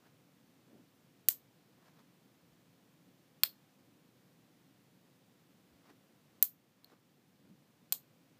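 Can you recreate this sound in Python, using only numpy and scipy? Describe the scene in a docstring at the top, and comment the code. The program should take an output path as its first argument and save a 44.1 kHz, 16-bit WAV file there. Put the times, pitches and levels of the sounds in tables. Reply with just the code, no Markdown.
"""A small, quiet bedroom, close to the microphone: a hand brushes cloth, then clothes shift softly.
Magnetic toy rods snap together at 1.3, 3.4, 6.4 and 7.9 s: a touch, a rebound and a few milliseconds of chatter
drive a very high metal ring, a lower plastic rod and a hollow knock, then the room answers.
Between the snaps come more brushing and shifting, made of shaped noise; a loose rod pings faintly at 6.8 s.
Noise murmur and hiss run throughout, and all levels dip after a loud snap and creep back."""
import sys
import numpy as np
from scipy import signal
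from scipy.fft import rfft, irfft
from scipy.io import wavfile
from scipy.ndimage import uniform_filter1d

SR = 44100
rng = np.random.default_rng(int(sys.argv[2]) if len(sys.argv) > 2 else 0)


def master(y):
    """Save y as 16-bit WAV."""
    cut = np.clip(np.atleast_2d(y).T, -1, 1)
    pcm = np.round(cut * 32767)  # scale
    wavfile.write(sys.argv[1], SR, pcm.astype(np.int16))


N = 370358

# magnets meeting: (time [s], crack [dB], metal ring [dB], rod clack [dB], rod ping [dB], hollow knock [dB],
#                   knock pitch [Hz], rebound delay [s], rebound [dB], chatter t60 [s], room [dB])
MAGNET_SNAPS = [(1.286, -1.5, 4.5, -21, -28, -20.5, 1895, .0021, -4, 0.012, -12.5),
                (3.4345, -4.7, 2.5, -3, -5.5, -18.5, 1789, .0012, -9.5, .016, -16),
                (6.4259, -3, 10, -18, -30, -23, 1410, .0016, -12, .017, -14.5),
                (7.9236, -4.5, -2.5, -17, -19, -22.5, 970, .0012, -1, 0.019, -13.5)]
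# a loose rod tapped lightly: (time [s], ping [dB], crack [dB], metal ring [dB])
LOOSE_ROD_TAPS = [(6.845, -30, -42, -36)]
# ringing metal end of a rod: (frequency [Hz], level [dB], t60 [s])
METAL_MODES = [(12200, -15, .005), (12800, -2, .007), (13450, 0, .008), (14100, -2, .006),
               (14700, -7, .005)]
# quickly damped modes of the plastic rod: (frequency [Hz], level [dB], t60 [s])
ROD_MODES = [(2670, -3.5, 0.0022), (3400, -0.5, .007), (3800, -4, 0.0055), (4300, -3, 0.006),
             (4500, -6.5, 0.0098), (5050, -4.5, 0.014)]
# close modes that ring on when a rod is held loosely: (frequency [Hz], level [dB], t60 [s])
PING_MODES = [(4220, -1, .02), (4330, 0, .014), (4270, -12, .22)]
# spectrum of the bare contact: (frequency [Hz], level [dB per Hz])
CRACK_SPECTRUM = [(100, -33.5), (500, -19.5), (1200, -18.5), (3000, -9), (4800, -2), (5800, -5), (7000, 1),
                  (8400, 2.5), (10000, -2), (11500, -2.5), (13500, -2), (16000, -7)]
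# spectrum of the hollow plastic shell: (multiple of the knock pitch [ratio], level [dB per Hz])
SHELL_SPECTRUM = [(.06, -42.5), (.25, -16), (.5, -11), (.8, -0.5), (1.3, -3), (2, -1), (3.2, -18.5),
                  (9, -35.5)]
BASS_CUT_HZ = 270

# strong reflections from floor, wall and ceiling: (delay [s], level against the diffuse tail [dB])
ROOM_ECHOES = [(.0039, -5), (.0143, -13.5), (.0168, -15.5), (.0259, -13.5)]
# reverberation time of the bedroom: (frequency [Hz], t60 [s])
ROOM_DECAY = [(300, .2), (1000, 0.12), (2500, .14), (4300, .17), (8000, 0.13), (13500, 0.155)]
# how much the walls and furniture send back: (frequency [Hz], level [dB])
ROOM_TONE = [(300, 0.5), (1000, 2), (2500, -3), (4300, -1), (8000, 1.5), (13500, -1.5)]

# a hand brushes along cloth and comes to rest:
# (time of the touch [s], lead-in [s], rustle [dB], touch [dB])
HAND_REACHES = [(.065, 0.034, -66.5, -76), (1.885, 0.092, -68.5, -76), (2.0, 0.032, -66.5, -76),
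                (5.905, .055, -64.5, -62.5), (6.932, 0.069, -64.5, -60)]
RUB_RELEASE_S, TOUCH_HALF_WIDTH_S, TOUCH_HZ = .015, .009, 290
# arms and knees shift softly: (time of the peak [s], half width [s], level [dB], centre [Hz])
LIMB_SHIFTS = [(.75, 0.051, -61.5, 273), (2.53, .019, -76, 60), (3.08, .014, -64.5, 180),
               (5.74, .018, -73, 75), (7.485, 0.055, -60.5, 175)]
SLEEVE_DB = -19   # sleeve rustle, relative to the shift that drags it
# spectrum of rustling cloth: (frequency [Hz], level [dB per Hz])
RUSTLE_SPECTRUM = [(150, -31), (400, 1.5), (800, 3), (1600, -0.5), (2600, -8.5), (5000, -11), (9000, -23),
                   (14000, -20.5), (16000, -28)]

# spectrum of the low room murmur: (frequency [Hz], level [dB per Hz])
MURMUR_SPECTRUM = [(15, -49.5), (30, -32.5), (55, -26.5), (80, -19), (115, -3), (170, 0.5), (210, -3),
                   (280, -2.5), (410, -12), (510, -9.5), (650, -17), (900, -22), (1300, -45)]
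# spectrum of the microphone hiss: (frequency [Hz], level [dB per Hz])
HISS_SPECTRUM = [(410, -33.5), (700, -2), (907, -6), (993, -3), (1290, -5), (1430, -5.5), (3440, -8),
                 (10200, -16.5), (14600, -13.5), (15400, -10)]
MURMUR_DB, HISS_DB = -68.5, -72.4   # rms, ahead of the recorder

# the recorder turns down above this level and creeps back
LIMIT_DB, RECOVERY_DB_PER_S = -19, 1.54
TOP_CUT_HZ = 15300


def snaps():
    """Each contact cracks, rings the metal end and the rod, and knocks the hollow shell."""
    t = np.arange(SR // 3) / SR
    out = np.zeros(N + len(t))
    for (s, crack_db, metal_db, rod_db, ping_db, knock_db, knock_hz,
         rebound_s, rebound_db, chatter_t60, room_db) in MAGNET_SNAPS:
        # the blow arrives directly, then again by way of the walls
        direct = contact(t, rebound_s, rebound_db, chatter_t60)
        arrivals = direct + from_db(room_db) * bedroom(t)
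        shell = [(multiple * knock_hz, db) for multiple, db in SHELL_SPECTRUM]

        crack = from_db(crack_db) * unit_energy(colour(arrivals, CRACK_SPECTRUM))
        metal = from_db(metal_db) * ring(arrivals, METAL_MODES)
        rod = from_db(rod_db) * ring(arrivals, ROD_MODES)
        ping = from_db(ping_db) * ring(arrivals, PING_MODES)
        knock = from_db(knock_db) * unit_energy(colour(arrivals, shell))
        start = round(s * SR)
        out[start:start + len(t)] += crack + metal + rod + ping + knock
    # such small parts radiate almost no bass
    bass_cut = signal.butter(2, BASS_CUT_HZ, "high", fs=SR, output="sos")
    return signal.sosfilt(bass_cut, out[:N])


def contact(t, rebound_s, rebound_db, chatter_t60, chatter_db=2.5, seating_s=0.0022):
    """First touch, one rebound, and a fine chatter that dies once the faces have seated."""
    fade = from_db(-60 * np.maximum(t - seating_s, 0) / chatter_t60)
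    chatter = rng.standard_normal(len(t)) * fade
    force = from_db(chatter_db) * unit_energy(chatter)
    force[0] += 1
    force[round(rebound_s * SR)] += from_db(rebound_db)
    return evened(force)


def evened(force, size=4096, smooth_hz=700):
    """Level out the broad humps and holes of the random chatter, so that each snap keeps its set colour."""
    hz = np.fft.rfftfreq(size, 1 / SR)
    power = uniform_filter1d(np.abs(rfft(force, size)) ** 2, round(smooth_hz / hz[1]))
    inverse_db = -10 * np.log10(power + 1e-12)
    return unit_energy(colour(force, np.column_stack([hz, inverse_db])[1:]))


def ring(force, modes):
    """Decaying modes driven by a force; each takes its own share of the energy."""
    t = np.arange(len(force)) / SR
    out = 0
    for hz, db, t60 in modes:
        mode = np.cos(2 * np.pi * hz * t) * from_db(-60 * t / t60)
        mode[0] /= 2   # the step at the onset counts half, which keeps the skirts of the mode low
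        driven = signal.fftconvolve(force, mode)[:len(t)]
        out = out + from_db(db) * unit_energy(driven)
    return unit_energy(out)


def taps(room_db=-16):
    """A single light touch with no rebound: a small clear ping."""
    t = np.arange(SR // 3) / SR
    out = np.zeros(N + len(t))
    for s, ping_db, crack_db, metal_db in LOOSE_ROD_TAPS:
        arrivals = (t == 0) + from_db(room_db) * bedroom(t)
        ping = from_db(ping_db) * ring(arrivals, PING_MODES)
        crack = from_db(crack_db) * unit_energy(colour(arrivals, CRACK_SPECTRUM))
        metal = from_db(metal_db) * ring(arrivals, METAL_MODES)
        start = round(s * SR)
        out[start:start + len(t)] += ping + crack + metal
    return out[:N]


def bedroom(t, build_s=.014, early_db=-7):
    """Room response: a few distinct echoes and a diffuse tail that fills in once the walls answer."""
    hz = np.fft.rfftfreq(len(t), 1 / SR)
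    white = rfft(rng.standard_normal(len(t)))
    edges = np.geomspace(100, 18000, 12)
    tail = 0
    for low, high in zip(edges, edges[1:]):
        band = irfft(white * ((hz >= low) & (hz < high)), len(t))
        t60 = at_hz(ROOM_DECAY, np.sqrt(low * high))
        tail = tail + band * from_db(-60 * t / t60)
    response = unit_energy(tail * np.where(t < build_s, from_db(early_db), 1))
    for delay_s, db in ROOM_ECHOES:
        response[round(delay_s * SR)] += from_db(db)
    return colour(response, ROOM_TONE)


def handling(t, grain_db=2.5, grain_s=0.0052):
    """Friction builds in uneven grains until the hand lands with a soft bump; limbs drag a sleeve along."""
    friction = touches = limbs = 0
    for s, lead_s, rustle_db, touch_db in HAND_REACHES:
        # exponential rise up to the touch, exponential fall after it
        rub = np.exp(-np.maximum((s - t) / lead_s, (t - s) / RUB_RELEASE_S))
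        friction = friction + from_db(rustle_db) * rub
        touches = touches + from_db(touch_db) * swell(t, s, TOUCH_HALF_WIDTH_S)
    for s, half_width, db, hz in LIMB_SHIFTS:
        motion = from_db(db) * swell(t, s, half_width)
        friction = friction + from_db(SLEEVE_DB) * motion
        limbs = limbs + motion * soft_thud(hz)

    grain = uniform_filter1d(rng.standard_normal(N), round(grain_s * SR))
    unevenness = from_db(grain_db * grain / np.std(grain))
    rustle = friction * unevenness * noise(RUSTLE_SPECTRUM)
    return rustle + touches * soft_thud(TOUCH_HZ) + limbs


def soft_thud(hz, octave_db=-14, skirt_db=-55):
    """Steady noise with one broad hump around a centre, the raw tone of a padded bump."""
    return noise([(hz / 8, skirt_db), (hz / 2, octave_db), (hz, 0),
                  (hz * 2, octave_db), (hz * 10, skirt_db), (SR / 2, 2 * skirt_db)])


def swell(t, s, half_width):
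    """A smooth (Gaussian) rise and fall of amplitude around a moment."""
    return np.exp(-.5 * ((t - s) / half_width) ** 2)


def background():
    """Low room murmur under a thin hiss, both steady shaped noise."""
    murmur = from_db(MURMUR_DB) * noise(MURMUR_SPECTRUM)
    hiss = from_db(HISS_DB) * noise(HISS_SPECTRUM)
    return murmur + hiss


def noise(spectrum):
    """Steady noise of rms 1 with the given spectrum."""
    gain = from_db(at_hz(spectrum, np.fft.rfftfreq(N, 1 / SR)))
    shaped = irfft(rfft(rng.standard_normal(N)) * gain, N)
    return shaped / np.std(shaped)


def colour(x, spectrum, size=4096):
    """Causal (minimum-phase) filter with the given spectrum."""
    gain = from_db(at_hz(spectrum, np.fft.rfftfreq(size, 1 / SR)))
    cepstrum = irfft(np.log(gain))
    # fold the cepstrum onto positive time
    cepstrum[1:size // 2] *= 2
    cepstrum[size // 2 + 1:] = 0
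    response = irfft(np.exp(rfft(cepstrum)))
    return signal.fftconvolve(x, response)[:len(x)]


def at_hz(points, hz):
    """Read a table along a logarithmic frequency axis."""
    table_hz, values = np.transpose(points)
    return np.interp(np.log(np.maximum(hz, 1)), np.log(table_hz), values)


def unit_energy(x):
    """Scale a short sound so that its squares sum to one."""
    return x / np.sqrt(np.sum(x ** 2) + 1e-20)


def from_db(db):
    """Turn decibels into an amplitude factor."""
    return 10 ** (np.asarray(db) / 20)


def gain_control(x, window_s=0.0099):
    """A snap above the limit pulls the gain down at once; it recovers at a steady rate."""
    power = uniform_filter1d(x ** 2, round(window_s * SR))
    level_db = 10 * np.log10(np.abs(power) + 1e-12)
    excess_db = np.maximum(level_db - LIMIT_DB, 0)
    # a running maximum on a rising ramp holds each cut and lets it shrink at the recovery rate
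    recovered_db = RECOVERY_DB_PER_S * np.arange(N) / SR
    cut_db = np.maximum.accumulate(excess_db + recovered_db, axis=-1) - recovered_db
    return x * from_db(-cut_db)


def scene():
    """Snaps, taps, handling and background in one channel."""
    t = np.arange(N) / SR
    return (snaps() + taps() + handling(t) + background())[None, :]


def record(dry):
    """The recorder ducks whatever exceeds its limit and cuts the top steeply."""
    top_cut = signal.ellip(12, .1, 70, TOP_CUT_HZ, fs=SR, output="sos")
    return signal.sosfilt(top_cut, gain_control(dry))


dry = scene()
out = record(dry)
master(out)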